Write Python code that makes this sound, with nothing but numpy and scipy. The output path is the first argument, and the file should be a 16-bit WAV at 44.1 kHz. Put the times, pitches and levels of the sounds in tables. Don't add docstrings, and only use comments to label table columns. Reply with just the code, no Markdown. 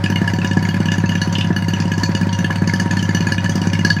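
import sys
import numpy as np
from scipy import signal
from scipy.fft import rfft, irfft
from scipy.io import wavfile
from scipy.ndimage import uniform_filter1d

SR = 44100
rng = np.random.default_rng(int(sys.argv[2]) if len(sys.argv) > 2 else 0)


def wav_record(signal):
    frames = np.transpose(np.atleast_2d(signal))
    bounded = np.clip(frames, -1, 1)
    quanta = np.round(bounded * 32767).astype(np.int16)
    wavfile.write(sys.argv[1], SR, quanta)


N = 176400
SHAFT_HZ, CUTOFF_HZ = 17.078, 16000
BLOW_SAMPLES = 4096


def from_db(db):
    return 10 ** (np.asarray(db) / 20)


def unit_rms(x):
    return x / np.sqrt(np.mean(x ** 2) + 1e-20)


def at_level(x, level_db):
    power = uniform_filter1d(x ** 2, int(0.005 * SR), mode="constant")
    return from_db(level_db) * x / np.sqrt(power.max() + 1e-30)


def drift(rate_hz):
    hop, warm_up = 40, 2000
    r = np.exp(-2 * np.pi * rate_hz * hop / SR)
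    noise = rng.standard_normal(N // hop + warm_up + 2)
    slow = signal.lfilter([1], [1, -2 * r, r * r], noise)[warm_up:]
    return np.interp(np.arange(N) / hop, np.arange(len(slow)), unit_rms(slow))


def pass_filter(x, hz, kind, order):
    return signal.sosfilt(signal.butter(order, hz, kind, fs=SR, output="sos"), x)


def resonate(x, hz, width_hz):
    r = np.exp(-np.pi * width_hz / SR)
    feedback = [1, -2 * r * np.cos(2 * np.pi * hz / SR), r * r]
    return signal.lfilter(np.array([1, 0, -1]) * (1 - r * r) / 2, feedback, x)


def reverberate(x, t60_s, predelay_s):
    t = np.arange(SR // 2) / SR
    tail = rng.standard_normal(len(t)) * from_db(-60 * t / t60_s) * (t > predelay_s)
    return signal.fftconvolve(x, tail / np.sqrt(np.sum(tail ** 2)))[:N]


def add(track, start_s, sound):
    i = int(np.clip(start_s * SR, 0, N))
    track[i:i + len(sound)] += sound[:N - i]


def motor():
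    # pitch_hz, level_db
    whines = [(542.8, -44.5), (559.7, -45.5), (692.8, -51), (742.7, -49.5), (924.5, -48), (941.7, -39),
              (970, -46), (987.5, -45), (1443, -55.5)]
    hum_hz, wander_hz, flutter_db = 100, 0.85, 3.5
    t = np.arange(N) / SR
    hum = from_db(-22) * np.sin(2 * np.pi * hum_hz * t)
    drone = from_db(-30.5) * np.sin(2 * np.pi * 10 * SHAFT_HZ * t)
    tones = hum + drone
    for hz, level_db in whines:
        cycles = np.cumsum(hz + wander_hz * drift(rate_hz=2.49)) / SR + rng.random()
        tones += from_db(level_db + flutter_db * drift(rate_hz=12.4)) * np.sin(2 * np.pi * cycles)
    return np.sqrt(2) * tones


def running_noise():
    # frequency_hz, gain_db
    eq_curve = [(25, -14), (55, -14), (140, 6.5), (300, 4), (450, -8), (1000, -3), (1250, -7.5),
                (1650, -1.5), (2800, -18), (4700, -20), (8000, -32), (16000, -43.5)]
    level_db, flutter_db = -31.5, 2.5
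    hz, gain_db = np.transpose(eq_curve)
    colour = from_db(np.interp(np.log(np.fft.rfftfreq(N, 1 / SR) + 1), np.log(hz), gain_db))
    envelope = from_db(level_db + flutter_db * drift(rate_hz=19.0))
    bed = irfft(rfft(rng.standard_normal(N)) * colour, N)
    return envelope * unit_rms(bed)


def thump(level_db):
    usual_db, octaves_per_db = -13, 0.24
    accent_db = level_db - usual_db
    top_hz = min(293.5 * 2 ** (octaves_per_db * accent_db), 360)
    pulse = pass_filter(signal.unit_impulse(BLOW_SAMPLES), top_hz, "low", order=4)
    pulse = pass_filter(pulse, 116, "high", order=2)
    body = resonate(pulse, hz=176.8, width_hz=44.8)
    overtone = from_db(-15) * resonate(pulse, hz=307, width_hz=41)
    knock = ping(hz=764, width_hz=220, level_db=-37.5 + 2 * accent_db)
    return at_level(body + overtone, level_db) + knock


def valve(level_db):
    attack_s, t60_s = 0.0049, 0.057
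    t = np.arange(BLOW_SAMPLES) / SR
    pitch_hz = 1712 * (1 + 0.011 * rng.standard_normal())
    envelope = np.minimum(t / attack_s, 1) * from_db(-60 * t / t60_s)
    ring = envelope * np.sin(2 * np.pi * pitch_hz * t)
    buzz = ping(hz=1638, width_hz=64, level_db=level_db - 8)
    return at_level(ring, level_db) + buzz


def rattle(modes, level_db):
    attack_s, decay_s, grain_db = 0.0029, 0.0024, 1.5
    detune, spread_db = 0.0074, 3.5
    t = np.arange(BLOW_SAMPLES) / SR
    attack = np.interp(t, [0, attack_s], [0.33, 1])
    decay = np.exp(-np.maximum(t - attack_s, 0) / decay_s)
    contacts = attack * decay * rng.standard_normal(len(t))
    contacts *= from_db(-grain_db * rng.standard_normal(len(t)))
    rings = 0
    for k, (hz, width_hz, gain_db) in enumerate(modes):
        strength = (-1) ** k * from_db(gain_db + spread_db * rng.standard_normal())
        rings += strength * resonate(contacts, hz * (1 + detune * rng.standard_normal()), width_hz)
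    lowest_hz, highest_hz = modes[0][0], modes[-1][0]
    rings = pass_filter(rings, lowest_hz / 2, "high", order=2)
    rings = pass_filter(rings, min(2 * highest_hz, CUTOFF_HZ), "low", order=2)
    return at_level(rings, level_db)


def ping(hz, width_hz, level_db):
    return rattle([(hz, width_hz, 0)], level_db)


def oil_spatter(level_db):
    width_hz, db_per_octave = 380, -14
    pitches_hz = np.sort(rng.uniform(6800, 15500, size=14))
    modes = [(hz, width_hz, db_per_octave * np.log2(hz / pitches_hz[0])) for hz in pitches_hz]
    return rattle(modes, level_db)


def bubble(pitch_hz, level_db):
    return ping(pitch_hz, width_hz=93, level_db=level_db)


def return_beats():
    # start_s, ring_db, pop_db, pop_hz
    hard_returns = [(0.059, -21, -22, 2600), (0.65, -26, -23.5, 2030), (0.883, -21.5, -22, 2840),
                    (0.938, -23, -29, 2820), (1.118, -23.5, -26.5, 2870), (1.352, -31, -17.5, 2940),
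                    (1.409, -34.0, -18, 2770), (2.693, -25.5, -22, 2140), (2.991, -31, -25.5, 3030),
                    (3.169, -21.0, -26, 2860), (3.458, -19.5, -30, 2870), (3.75, -26, -24, 2140)]
    first_s, jitter_s = 0.0638, 0.0012
    for turn in range(int(N / SR * SHAFT_HZ)):
        start_s = first_s + turn / SHAFT_HZ + jitter_s * rng.standard_normal()
        thump_db, ring_db = rng.normal(-16.5, 2), rng.normal(-32, 3.5)
        pop_db, tick_db = rng.normal(-35.5, 3.5), rng.normal(-38, 3)
        pop_hz = rng.uniform(1960, 3260)
        for hard in hard_returns:
            if abs(hard[0] - start_s) < 0.5 / SHAFT_HZ:
                start_s, ring_db, pop_db, pop_hz = hard
        yield start_s, thump_db, ring_db, pop_db, pop_hz, tick_db


def pump():
    # start_s, thump_db, ring_db, clank_db, tick_db
    strokes = [(0.0378, -11.5, -29.5, -22, -28.5), (0.0994, -12, -26.5, -31.5, -30.5),
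               (0.1563, -12.5, -26, -17, -31), (0.2151, -8.5, -24, -38, -41),
               (0.2752, -14.5, -16.5, -25.5, -30), (0.3342, -11.5, -26.5, -32, -31),
               (0.385, -11.5, -28, -30, -37.5), (0.4444, -12, -20.5, -23.5, -32),
               (0.51, -12, -19.5, -26.5, -35), (0.5686, -6.5, -17.5, -38, -34.5),
               (0.6247, -12.5, -28, -33, -32), (0.6862, -12.5, -27, -27, -29.5),
               (0.7411, -12.5, -25, -29, -35.5), (0.8011, -8, -33, -32, -35.5),
               (0.8548, -13, -30, -28, -31.5), (0.9168, -12.5, -23, -22.5, -26.5),
               (0.98, -12, -27, -32, -34), (1.037, -8.5, -20, -43, -55), (1.0908, -13, -28.5, -23.5, -30),
               (1.1512, -12.5, -20, -23.5, -31.5), (1.2155, -13.5, -19, -24.5, -27),
               (1.2729, -12, -42, -34, -40), (1.325, -14, -45, -34, -27.5), (1.3823, -12, -30, -23, -29),
               (1.443, -13.5, -28, -29, -42), (1.5035, -7, -25.5, -49, -63),
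               (1.562, -13, -19, -24.5, -28.0), (1.6211, -14, -29, -29.5, -35),
               (1.6817, -11.5, -25, -29, -27.5), (1.734, -12.5, -29, -23, -30.5),
               (1.8, -13, -26.5, -30.5, -26.5), (1.8532, -12, -45, -31.5, -41),
               (1.916, -12, -23, -26.5, -31.5), (1.9773, -12, -27, -33.5, -30.5),
               (2.0326, -12, -20.5, -33, -22.5), (2.091, -11, -34, -44, -50), (2.148, -11, -26, -23, -25.5),
               (2.2108, -12.5, -22.5, -37, -34.5), (2.2677, -11, -31.0, -39, -42),
               (2.327, -14, -36, -27.5, -27.5), (2.3862, -13.5, -28, -30, -29),
               (2.443, -11, -18, -24, -32.5), (2.5042, -13, -17.5, -30, -35.5),
               (2.5563, -13.5, -49, -28.5, -32), (2.6183, -8.5, -26.5, -48, -42),
               (2.673, -12, -27, -30.5, -25), (2.735, -11, -17.5, -32, -25),
               (2.797, -13.5, -18.5, -28, -24), (2.8576, -11, -30, -41, -45),
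               (2.9083, -13.5, -18.5, -28, -27.5), (2.9678, -13, -20, -33, -27),
               (3.0252, -12.5, -23, -29, -28), (3.0895, -10.5, -22, -32, -31),
               (3.1464, -10.5, -21, -25, -22), (3.2044, -12, -32, -26.5, -27.5),
               (3.2674, -12.5, -19, -29, -28), (3.319, -12, -17, -26, -23),
               (3.379, -13.5, -22.5, -22.5, -38), (3.4413, -12.5, -27.0, -30.5, -29),
               (3.4924, -12, -23.0, -30.5, -26), (3.5537, -10, -30.5, -35, -26.5),
               (3.615, -12, -32, -27.5, -28.5), (3.6692, -9, -29, -35, -29),
               (3.7311, -12.5, -23.5, -24, -27), (3.7894, -12.5, -26, -25.5, -33),
               (3.8475, -9, -13.5, -26, -20), (3.902, -14.5, -11, -27, -33),
               (3.9642, -13.5, -20.5, -34, -41)]
    # pitch_hz, width_hz, gain_db
    casing = [(2156, 57, -13), (2464, 67, -11.5), (2880, 50, 0.5), (3720, 69, -19)]
    # pitch_hz, width_hz, gain_db
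    small_parts = [(4495, 93, 10), (5030, 490, -0.5), (6004, 148, 7), (6690, 180, 0.5)]
    # start_s, level_db
    chinks = [(1.214, -23), (2.0341, -21.5), (3.848, -27), (3.9005, -16)]
    thump_lead_s = 0.00284
    lows, rings, clatter = np.zeros((3, N))
    for start_s, thump_db, ring_db, clank_db, tick_db in strokes:
        add(lows, start_s, thump(thump_db))
        add(rings, start_s, valve(ring_db))
        add(clatter, start_s, rattle(casing, clank_db) + rattle(small_parts, tick_db))
        add(clatter, start_s, oil_spatter(level_db=-26 + tick_db / 2))
    for start_s, thump_db, ring_db, pop_db, pop_hz, tick_db in return_beats():
        add(lows, start_s - thump_lead_s, thump(thump_db))
        add(rings, start_s, valve(ring_db))
        add(clatter, start_s, bubble(pop_hz, pop_db) + rattle(small_parts, tick_db))
    for start_s, level_db in chinks:
        add(clatter, start_s, rattle(small_parts[:1], level_db))
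    add(lows, start_s=2.5, sound=bubble(pitch_hz=960, level_db=-21.5))
    housing_send = from_db(-4) * pass_filter(clatter, 2800, "high", order=4)
    housing = reverberate(housing_send, t60_s=0.14, predelay_s=0.002)
    room_send = from_db(-13.5) * lows + from_db(-9) * clatter
    room = reverberate(room_send, t60_s=0.24, predelay_s=0.012)
    return pass_filter(lows + room, 58, "high", order=4) + rings + clatter + housing


def scene():
    return (pump() + motor() + running_noise())[None]


def record(dry):
    low_pass = signal.ellip(10, 0.1, 80, CUTOFF_HZ, fs=SR, output="sos")
    return signal.sosfilt(low_pass, np.clip(dry, -1, 1))


dry = scene()
out = record(dry)
wav_record(out)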